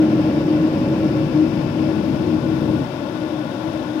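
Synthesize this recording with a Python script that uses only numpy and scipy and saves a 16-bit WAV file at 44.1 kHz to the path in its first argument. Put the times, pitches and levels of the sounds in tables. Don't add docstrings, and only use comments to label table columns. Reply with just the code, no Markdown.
import sys
import numpy as np
from scipy import signal
from scipy.fft import rfft, irfft
from scipy.io import wavfile

SR = 44100
rng = np.random.default_rng(int(sys.argv[2]) if len(sys.argv) > 2 else 0)


def wrap_up_sound(samples):
    columns = np.atleast_2d(samples).T
    tamed = np.clip(columns, -1, 1)
    steps = np.round(tamed * 32767).astype(np.int16)
    wavfile.write(sys.argv[1], SR, steps)


N = 176400
T, HZ = np.arange(N) / SR, np.fft.rfftfreq(N, 1 / SR)

# time_s, gain_db
FIRE_STRENGTH = [(0, -1), (1.0, 0), (1.6, -1.3), (2.15, 1), (2.4, -1), (2.7, 1), (2.835, 0), (2.86, -10),
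                 (4, -12)]


def amp(db):
    return 10 ** (np.asarray(db) / 20)


def unit(x):
    return x / np.sqrt(np.mean(abs(x) ** 2) + 1e-30)


def over_hz(table, column=1):
    columns = np.transpose(table)
    return np.interp(np.log(HZ + 1), np.log(columns[0] + 1), columns[column])


def over_time(table):
    return np.interp(T, *np.transpose(table))


def colour(x, gain):
    return irfft(rfft(x) * gain, N)


def drift(rate_hz):
    return unit(colour(rng.standard_normal(N), np.exp(-(HZ / rate_hz) ** 2) * (HZ > 0)))


def air_noise():
    # pitch_hz, likeness
    side_likeness = [(50, 0.9), (130, 0.88), (320, 1), (560, 0.85), (800, 0.9), (1300, 0), (4000, .05)]
    left, other = rng.standard_normal((2, N)) * np.sqrt(SR / 2)
    alike = np.clip(over_hz(side_likeness), 0, 1)
    right = colour(left, alike) + colour(other, np.sqrt(1 - alike ** 2))
    return np.array([left, right])


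def pump_ticks():
    # pitch_hz, gain_db
    tick_tone = [(1000, -32), (4500, -3.5), (6000, 4), (6900, -3.5), (8000, -1), (9500, -13), (15000, -24)]
    first_s, pairs_per_s, decay_s = 0.0068, 115.13, 0.0004
    level_db, weak_tick_db = -58.5, -4.5
    ticks_per_turn, length = 12, 128
    fade = np.exp(-np.arange(length) / SR / decay_s)
    clicks = rng.standard_normal((ticks_per_turn, 2, length)) * fade
    ticks = np.zeros((2, N + length))
    for k, start_s in enumerate(np.arange(first_s, N / SR, 0.5 / pairs_per_s)):
        start = int(start_s * SR)
        gain_db = weak_tick_db * (k % 2) + rng.standard_normal()
        ticks[:, start:start + length] += clicks[k % ticks_per_turn] * amp(gain_db)
    return amp(level_db) * unit(colour(ticks[:, :N], amp(over_hz(tick_tone))))


def motor_whines():
    # pitch_hz, level_db
    whines = [(2331, -64), (2622, -61), (2744, -64.5), (3683, -60.5), (4856, -69), (5276, -64), (5776, -70),
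              (5966, -75), (6007, -67), (6196, -74.5), (6428, -74), (6659, -77), (6890, -73), (7118, -77.5),
              (7386, -81.5), (7849, -79), (8080, -82), (9232, -85)]
    boost_db, speed_wobble = 7.5, 0.00043
    shaft_time = np.cumsum(1 + speed_wobble * drift(rate_hz=4.2)) / SR
    tones = np.zeros((2, N))
    for pitch_hz, level_db in whines:
        loudness = amp(level_db + boost_db + drift(rate_hz=3))
        cycles = pitch_hz * shaft_time + rng.random((2, 1))
        tones += loudness * np.sin(2 * np.pi * cycles)
    return tones


def fan_rush():
    # pitch_hz, level_db
    rush_tone = [(20, -93), (70, -73), (130, -55), (200, -59.5), (260, -49.5), (330, -57), (400, -63.5),
                 (500, -58.5), (680, -59.5), (800, -60), (1000, -61), (1130, -61.5), (1230, -72),
                 (1600, -69.5), (2050, -72.5), (2500, -71), (3200, -73.5), (3650, -74), (4050, -78.5),
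                 (4600, -78), (5250, -76.5), (5700, -83), (6400, -91), (7500, -94.5), (8600, -96.5),
                 (9800, -92.5), (11000, -94), (11800, -97), (12400, -96.5), (14300, -99), (15600, -99)]
    # pitch_hz, width_hz, lift_db
    housing_rings = [(360, 25, 10), (452, 15, 4), (533.5, 29, 5), (565.8, 44, 8.5), (615.4, 47, 6.5),
                     (817, 35, -3.5), (859, 50, 4.5), (1370, 106, 8), (1464, 53, 9), (1728, 41, 5),
                     (2320, 70, 1), (2620, 65, 5), (2750, 70, 0.5), (2950, 50, -0.5), (3560, 66, 2.5)]
    # pitch_hz, change_db
    raised_tone = [(300, 4), (430, -0.5), (580, 0), (720, -1.5), (870, 1.5), (1150, -0.5), (1370, 1),
                   (1470, 4), (1600, -0.5), (1900, -1), (2600, -3.5), (3100, -1), (3600, 3), (4700, -3),
                   (6800, -1.5), (10000, 1)]
    # time_s, share
    raised_share = [(0, -0.41), (1.8, -0.4), (2.3, 0.15), (4, 0.65)]
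    ripple_size_db, ripple_step_hz, flutter_db = 0.8, 22.07, 0.44
    housing_db = sum(db / (1 + (2 * (HZ - hz) / width) ** 4) for hz, width, db in housing_rings)
    ripples = rng.standard_normal((2, 4000))
    room = np.array([np.interp(HZ / ripple_step_hz, np.arange(len(side)), side) for side in ripples])
    rush = colour(air_noise(), amp(over_hz(rush_tone) + housing_db + ripple_size_db * room))
    tone_change = colour(rush, np.log(amp(over_hz(raised_tone))))
    rush = rush + over_time(raised_share) * tone_change
    return rush * amp(flutter_db * drift(rate_hz=25))


def firebox_boom():
    # time_s, level_db
    boom_swells = [(0.03, -11.5), (0.33, -20.5), (0.49, -11.5), (0.87, -20), (1.11, -13.5), (1.25, -19.5),
                   (1.42, -9), (1.53, -24.5), (1.81, -15), (2.09, -23), (2.34, -16.5), (2.73, -16),
                   (2.85, -36), (3.08, -23.2), (3.37, -21), (3.47, -26.5), (3.77, -20), (3.96, -24)]
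    pitch_hz, wobble_hz, trim_db = 313.7, 3.76, -2.5
    width_hz, edge_hz = 22, 34
    noise_at_full_fire, noise_at_low_fire = 0.27, 0.85
    away_hz = np.fft.fftfreq(N, 1 / SR) - pitch_hz
    narrow_band = 1 / (1 + 2j * away_hz / width_hz) / (1 + (away_hz / edge_hz) ** 2)
    hum = unit(np.fft.ifft(np.fft.fft(rng.standard_normal(N)) * narrow_band).real)
    wavering_hz = pitch_hz + wobble_hz * drift(rate_hz=6.04)
    tone = unit(np.sin(2 * np.pi * np.cumsum(wavering_hz) / SR))
    fire = np.minimum(amp(over_time(FIRE_STRENGTH) + 2) ** 2, 1)
    noise_share = noise_at_low_fire + (noise_at_full_fire - noise_at_low_fire) * fire
    boom = np.sqrt(1 - noise_share) * tone + np.sqrt(noise_share) * hum
    return boom * amp(over_time(boom_swells) + trim_db)


def flame_roar():
    # pitch_hz, level_db
    roar_tone = [(20, -84.5), (38, -81.5), (48, -57), (62, -64), (78, -55), (92, -53.5), (106, -48.5),
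                 (113, -51.5), (124, -45.5), (148, -41.5), (185, -46), (212, -42), (235, -43.5),
                 (257, -43.5), (278, -45.5), (298, -39.5), (335, -49.5), (356, -43), (385, -55.5),
                 (460, -56.5), (560, -55.5), (750, -74.5), (2000, -100)]
    return colour(air_noise(), amp(over_hz(roar_tone))) * amp(over_time(FIRE_STRENGTH))


def scene():
    # pitch_hz, open_gain_db, covered_gain_db
    muffling = [(50, 1.5, 0.5), (100, -0.5, 2), (170, -0.5, -4.5), (310, -2.5, -7), (545, -0.5, -9),
                (674, -4, -10), (855, -5.5, -13.5), (1070, -11.5, -16.5), (1220, -3, -10),
                (1420, -8, -17.5), (1750, -4, -15.5), (2100, -9.5, -15.5), (3300, -12.5, -22.5),
                (3900, -12.5, -21), (5100, -20.5, -27), (6200, -16, -24), (7800, -20, -23.5),
                (10000, -14.5, -20.5), (12500, -8, -13), (15000, -3.5, -6.5)]
    # time_s, share
    covering = [(0, 0.02), (.95, 0.017), (1.4, 0.82), (1.9, 0.99), (4, 1)]
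    right_delay_s = 0.00017
    left, right = flame_roar() + firebox_boom() + fan_rush() + motor_whines() + pump_ticks()
    delay = np.exp(-2j * np.pi * HZ * right_delay_s)
    right_open = colour(right, delay * amp(over_hz(muffling, column=1)))
    right_covered = colour(right, delay * amp(over_hz(muffling, column=2)))
    cover = over_time(covering)
    return np.array([left, (1 - cover) * right_open + cover * right_covered])


def record(dry):
    cutoff_hz = 15760
    low_pass = signal.firwin(1023, cutoff_hz, window=("kaiser", 9), fs=SR)
    return signal.oaconvolve(dry, low_pass[None], "same")


dry = scene()
out = record(dry)
wrap_up_sound(out)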